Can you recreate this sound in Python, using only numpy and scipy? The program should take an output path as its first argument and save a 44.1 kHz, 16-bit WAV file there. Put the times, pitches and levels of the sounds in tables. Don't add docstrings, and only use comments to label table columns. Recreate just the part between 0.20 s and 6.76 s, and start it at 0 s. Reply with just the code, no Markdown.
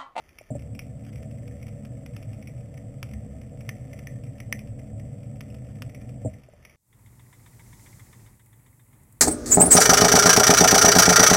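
import sys
import numpy as np
from scipy import signal
from scipy.fft import rfft, irfft
from scipy.io import wavfile

SR = 44100
rng = np.random.default_rng(int(sys.argv[2]) if len(sys.argv) > 2 else 0)


def store_pcm(level_fs):
    pcm = np.round(np.clip(level_fs, -1, 1) * 32767).astype(np.int16)
    wavfile.write(sys.argv[1], SR, np.atleast_2d(pcm).T)


N = 289296
TIME = np.arange(N) / SR
FREQ = np.fft.rfftfreq(N, 1 / SR)

# frequency in Hz, width in Hz, relative level in dB.
FRAME_MODES = [(39.3, 60, -11.5), (81, 11, -14), (115.6, 32, 1), (123.3, 11.8, 5), (141.8, 20, -1.5),
               (183.7, 21, -11), (207.2, 36.4, -6), (260.3, 27, -8.5), (269.6, 47, -12), (314, 31, -26),
               (484.5, 67, -16), (549, 28, -18), (584.7, 30, -15.5), (651, 34, -19), (735, 57, -22)]
# time in seconds, level in dB before trim.
COLONY_ACTIVITY = [(0.0, -69), (1.22, -68.5), (1.39, -65), (1.73, -71), (2.15, -67), (2.28, -69),
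                   (3.31, -69.5), (3.54, -64.5), (3.73, -66.5), (3.98, -67), (4.97, -70.5), (5.81, -66.5),
                   (6.36, -72.5), (6.56, -65.5)]


def amp(db):
    return 10 ** (np.asarray(db) / 20)


def unit(x):
    return x / np.sqrt(np.mean(x ** 2) + 1e-20)


def curve(rows):
    return np.interp(TIME, *np.transpose(rows))


def shape(points, f):
    hz, db = np.transpose(points)
    gain = amp(np.interp(np.log(f + 1), np.log(hz), db))
    return gain / (1 + (f / hz[-1]) ** 20) / (1 + (hz[0] / (f + 1) / 2) ** 4)


def colour(x, gain):
    return irfft(rfft(x) * gain, N)


def drift(rate_hz):
    return unit(colour(rng.standard_normal(N), np.exp(-(FREQ / rate_hz) ** 2)))


def click(points, size=1024):
    log_gain = np.log(shape(points, abs(np.fft.fftfreq(size, 1 / SR))) + 1e-4)
    wave = np.fft.ifft(np.exp(np.conj(signal.hilbert(log_gain)))).real
    return wave / abs(wave).max()


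def add(mix, start_s, sound):
    part = mix[max(round(start_s * SR), 0):][:len(sound)]
    part += sound[:len(part)]


def water(level_db=-59.5):
    # frequency in Hz, relative level in dB.
    spectrum = [(30, 3), (95, -1), (170, -3.5), (280, -8.5), (380, -10.5), (600, -9), (950, -20.5),
                (2300, -24.5), (3800, -25)]
    return amp(level_db) * unit(colour(rng.standard_normal(N), shape(spectrum, FREQ)))


def far_shrimp(groups=5, group_snaps_per_s=70, spread_db=5.5, detune=0.081, trim_db=-0.86):
    # frequency in Hz, relative level in dB.
    spectrum = [(700, -11), (1000, -19.5), (1200, 1), (1600, -15.5), (1900, 5.5), (2300, 2.5), (2800, -6.5),
                (3400, -7), (3900, -26)]
    out = np.zeros(N)
    for scale in np.linspace(1 - detune, 1 + detune, groups):
        sizes = amp(spread_db * np.minimum(rng.exponential(1, N), 3))
        fires = rng.random(N) < group_snaps_per_s / SR
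        impulses = sizes * fires * rng.choice([-1, 1], N)
        out += signal.oaconvolve(impulses, click([(hz * scale, db) for hz, db in spectrum]))[:N]
    return amp(curve(COLONY_ACTIVITY) + trim_db) * unit(out)


def harbour_echoes(x, near_db=-6, near_t60_s=0.021, far_db=-4, far_t60_s=0.25):
    t = np.arange(SR // 2) / SR
    decays = amp(-60 * t / np.array([[near_t60_s], [far_t60_s]]))
    taps = rng.standard_normal((2, len(t))) * decays * (t > .002)
    near, far = taps / np.linalg.norm(taps, axis=1, keepdims=True)
    return signal.fftconvolve(x, amp(near_db) * near + amp(far_db) * far)[:N]


def snap(level_db, ring_hz, crack_db, lift_db=11, swell_s=0.0011, glide=0.055):
    # frequency in Hz, relative level in dB.
    spectrum = [(150, -22.5), (500, 3.5), (850, -4), (1180, 3), (1650, 1.5), (2300, 5.5), (2900, 3),
                (3500, -1), (3950, -7)]
    age = np.arange(1024) / SR / swell_s
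    pitch_hz = ring_hz * (1 + glide * (1 - np.minimum(age, 4)))
    ring = age ** 2 * np.exp(2 - 2 * age) * np.sin(2 * np.pi * np.cumsum(pitch_hz) / SR)
    crack_share = min(amp(lift_db + crack_db), .8)
    return amp(level_db) * 2 * crack_share * click(spectrum), amp(level_db) * (1 - crack_share) * ring


def stray_snaps(per_s=7, over_colony_db=16.5, range_db=6, ring_hz=2256, detune=0.094, crack_db=-18):
    when, size, tone = rng.uniform(-1, 1, (int(per_s * N / SR), 3)).T
    starts_s = (when + 1) / 2 * N / SR
    levels_db = np.interp(starts_s, *np.transpose(COLONY_ACTIVITY)) + over_colony_db + range_db * size
    return [(s, db, hz, crack_db) for s, db, hz in zip(starts_s, levels_db, ring_hz * (1 + detune * tone))]


def near_shrimp(trim_db=2.5, bounce=0.82, far_db=-40, dryness=0.44, crack_scatter_db=-6):
    # start in seconds, level in dB before trim, ring in Hz, crack share in dB before lift.
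    closest = [(0.186, -34.5, 2290, -20), (0.3935, -45.5, 2320, -19), (0.5496, -43, 2420, -20.5),
               (0.592, -28, 2360, -20.5), (0.9577, -43.5, 2200, -19), (1.0288, -47.5, 2310, -12),
               (1.278, -44.5, 2170, -16.5), (1.428, -43, 2190, -20.5), (1.4826, -45, 2260, -16.5),
               (1.6511, -45, 2230, -11.5), (1.862, -39, 2080, -16), (1.9651, -36.5, 2450, -15.5),
               (2.0275, -44.5, 2200, -15.5), (2.2255, -43.5, 2180, -21), (2.273, -39.5, 2250, -22),
               (2.576, -44.5, 2000, -17.5), (2.8292, -27.5, 2180, -13.5), (2.936, -42, 2000, -17.5),
               (3.2152, -47.5, 2120, -16), (3.4078, -43.5, 2259, -17.5), (3.4915, -23.5, 1970, -17.5),
               (3.7316, -39, 2080, -20), (3.7907, -41, 2020, -16), (3.871, -31.5, 2020, -22.5),
               (4.2024, -33.5, 2050, -19), (4.326, -15, 2031, -21), (4.3916, -38.5, 2270, -18.5),
               (4.7977, -45.5, 2000, -19), (5.208, -35.5, 1910, -12.5), (5.301, -50, 2736, -26),
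               (5.345, -46.5, 2380, -13), (5.6213, -29.5, 2410, -12), (5.696, -45.5, 2056, -20),
               (5.7474, -39.5, 2140, -21), (6.1378, -47.5, 2040, -22), (6.4507, -38, 2100, -18.5),
               (6.4963, -47, 2220, -25)]
    direct, scattered = np.zeros(N), np.zeros(N)
    lags_s = rng.uniform(0.00199, 0.0041, size=200)
    for (start_s, level_db, ring_hz, crack_db), lag_s in zip(closest + stray_snaps(), lags_s):
        crack, ring = snap(level_db + trim_db, ring_hz, crack_db)
        echo = amp(-dryness * max(level_db - far_db, 0))
        add(direct, start_s, crack + ring)
        add(direct, start_s + lag_s, bounce * echo * (crack + ring))
        add(scattered, start_s, echo * (amp(crack_scatter_db) * crack + ring))
    return direct, scattered


def jolts(split_hz=380, thump_rise_s=0.054, clang_rise_s=0.0017, tilt=1.2, housing=0.4, top_hz=830):
    # start in seconds, thump level in dB, thump T60 in seconds,
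    # clang level in dB, clang pitch in Hz, clang T60 in seconds.
    kicks = [(0.21, -50, 0.04, -37, 610, 0.023), (0.3033, -23, 0.14, -28.5, 616, 0.11),
             (0.351, -28.5, 0.075, -27, 576, 0.058), (6.047, -18.5, 0.065, -25.5, 510, 0.083),
             (6.057, -21.5, 0.086, -24.5, 626, 0.11), (6.2855, -74, 0.041, -42.5, 610, 0.032),
             (6.3346, -54, .05, -44, 606, 0.034)]
    out, t = np.zeros(N), np.arange(SR // 3) / SR
    modes = [(hz, amp(db) * hz ** tilt * np.sin(2 * np.pi * hz * t)) for hz, _, db in FRAME_MODES]
    low = sum(wave for hz, wave in modes if hz < split_hz)
    high = sum(wave for hz, wave in modes if hz > split_hz)
    for start_s, thump_db, thump_t60_s, clang_db, clang_hz, clang_t60_s in kicks:
        thump = low * amp(-60 * t / thump_t60_s) * (1 - np.exp(-t / thump_rise_s))
        clang = np.sin(2 * np.pi * clang_hz * t) + housing * unit(high)
        clang *= amp(-60 * t / clang_t60_s) * (1 - np.exp(-t / clang_rise_s))
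        add(out, start_s, amp(thump_db) * thump / abs(thump).max())
        add(out, start_s, amp(clang_db) * clang / abs(clang).max())
    return signal.sosfilt(signal.butter(6, top_hz, fs=SR, output="sos"), out)


def thrusters(start_s=.305, rise_s=.004, drive_db=-43.5, surge_db=.4, flutter_db=4.5,
              hum_vs_churn_db=-3, whine_vs_churn_db=-18):
    # time in seconds, shaft speed in turns per second up to the brake.
    shaft = [(.3, 36.5), (1.5, 35.5), (3, 35.3), (5, 35.4), (6.05, 35.3)]
    # multiple of shaft speed, relative level in dB.
    orders = [(1, -18.5), (2, -4.5), (3, -0.5), (4, -9.5), (6, -7)]
    # frequency in Hz, relative level in dB.
    motor_tones = [(489, -1.5), (568, 1.5), (643, 0)]
    # time in seconds, gain in dB, pitch factor. The first row holds until the brake.
    tail = [(6.047, 6, 1), (6.098, -0.5, 0.65), (6.171, 1.5, 1.1), (6.23, -8, 1), (6.289, -15, .9),
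            (6.42, -15, .7), (6.55, -23, .6)]
    tail_s, tail_db, tail_pitch = np.transpose(tail)
    hum_hz = curve(shaft) * np.interp(TIME, tail_s, tail_pitch)
    turns = np.cumsum(hum_hz * (1 + 0.0068 * drift(16.6))) / SR
    hum, whine = np.zeros(N), np.zeros(N)
    for order, db in orders:
        hum += amp(db + flutter_db * drift(7.1)) * np.sin(2 * np.pi * (order * turns + rng.random()))
    for hz, db in motor_tones:
        gain = amp(db + flutter_db * drift(9.5))
        pitch_hz = hz * (1 + 0.0059 * drift(12.5))
        whine += gain * np.sin(2 * np.pi * np.cumsum(pitch_hz) / SR)
    frame_power = sum(amp(db) ** 2 / (1 + 2 * ((FREQ - hz) / width_hz) ** 2) ** 2
                      for hz, width_hz, db in FRAME_MODES)
    pulsing = (1 + 0.18 * np.cos(2 * np.pi * 2 * turns)) ** 2
    churn = colour(rng.standard_normal(N) * pulsing, np.sqrt(frame_power))
    onset = np.clip((TIME - start_s) / rise_s, 0, 1)
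    level_db = drive_db + surge_db * drift(3.7) + np.interp(TIME, tail_s, tail_db)
    mix = amp(hum_vs_churn_db) * unit(hum) + amp(whine_vs_churn_db) * unit(whine) + unit(churn)
    return onset * amp(level_db) * unit(mix)


def fizzes(grain_chance=.02):
    # start in seconds, length in seconds, level in dB.
    puffs = [(0.854, 0.057, -64.5), (5.475, 0.051, -70)]
    # frequency in Hz, relative level in dB.
    spectrum = [(900, -7), (1500, 7), (2500, -4), (3300, 4), (3900, -21)]
    out = np.zeros(N)
    for start_s, length_s, db in puffs:
        n = round(length_s * SR)
        grains = rng.standard_normal(n) * (rng.random(n) < grain_chance)
        puff = signal.oaconvolve(grains * signal.windows.tukey(n, .5), click(spectrum))
        add(out, start_s, amp(db) * unit(puff))
    return out


def scene():
    robot = thrusters() + jolts()
    colony = far_shrimp()
    wash = fizzes() + water()
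    snaps, scattered = near_shrimp()
    return (robot + snaps + colony + harbour_echoes(scattered + colony) + wash)[None]


def record(dry, clock_hz=8000, low_hz=26, guard_hz=3850, edge_hz=15300):
    count = round(clock_hz * N / SR)
    band = rfft(dry[0]) / np.sqrt(1 + (FREQ / guard_hz) ** 40 + (low_hz / (FREQ + 1)) ** 6)
    samples = irfft(band[:count // 2 + 1], count)
    mirrored = np.fft.fft(samples)[np.arange(len(FREQ)) % count]
    held = mirrored * np.sinc(FREQ / clock_hz)
    treble = amp(np.interp(FREQ, [7400, 11300, 14100, 15100], [0, 2, 2, -2]))
    return irfft(held * treble / np.sqrt(1 + (FREQ / edge_hz) ** 240), N)[None]


dry = scene()
out = record(dry)
store_pcm(out)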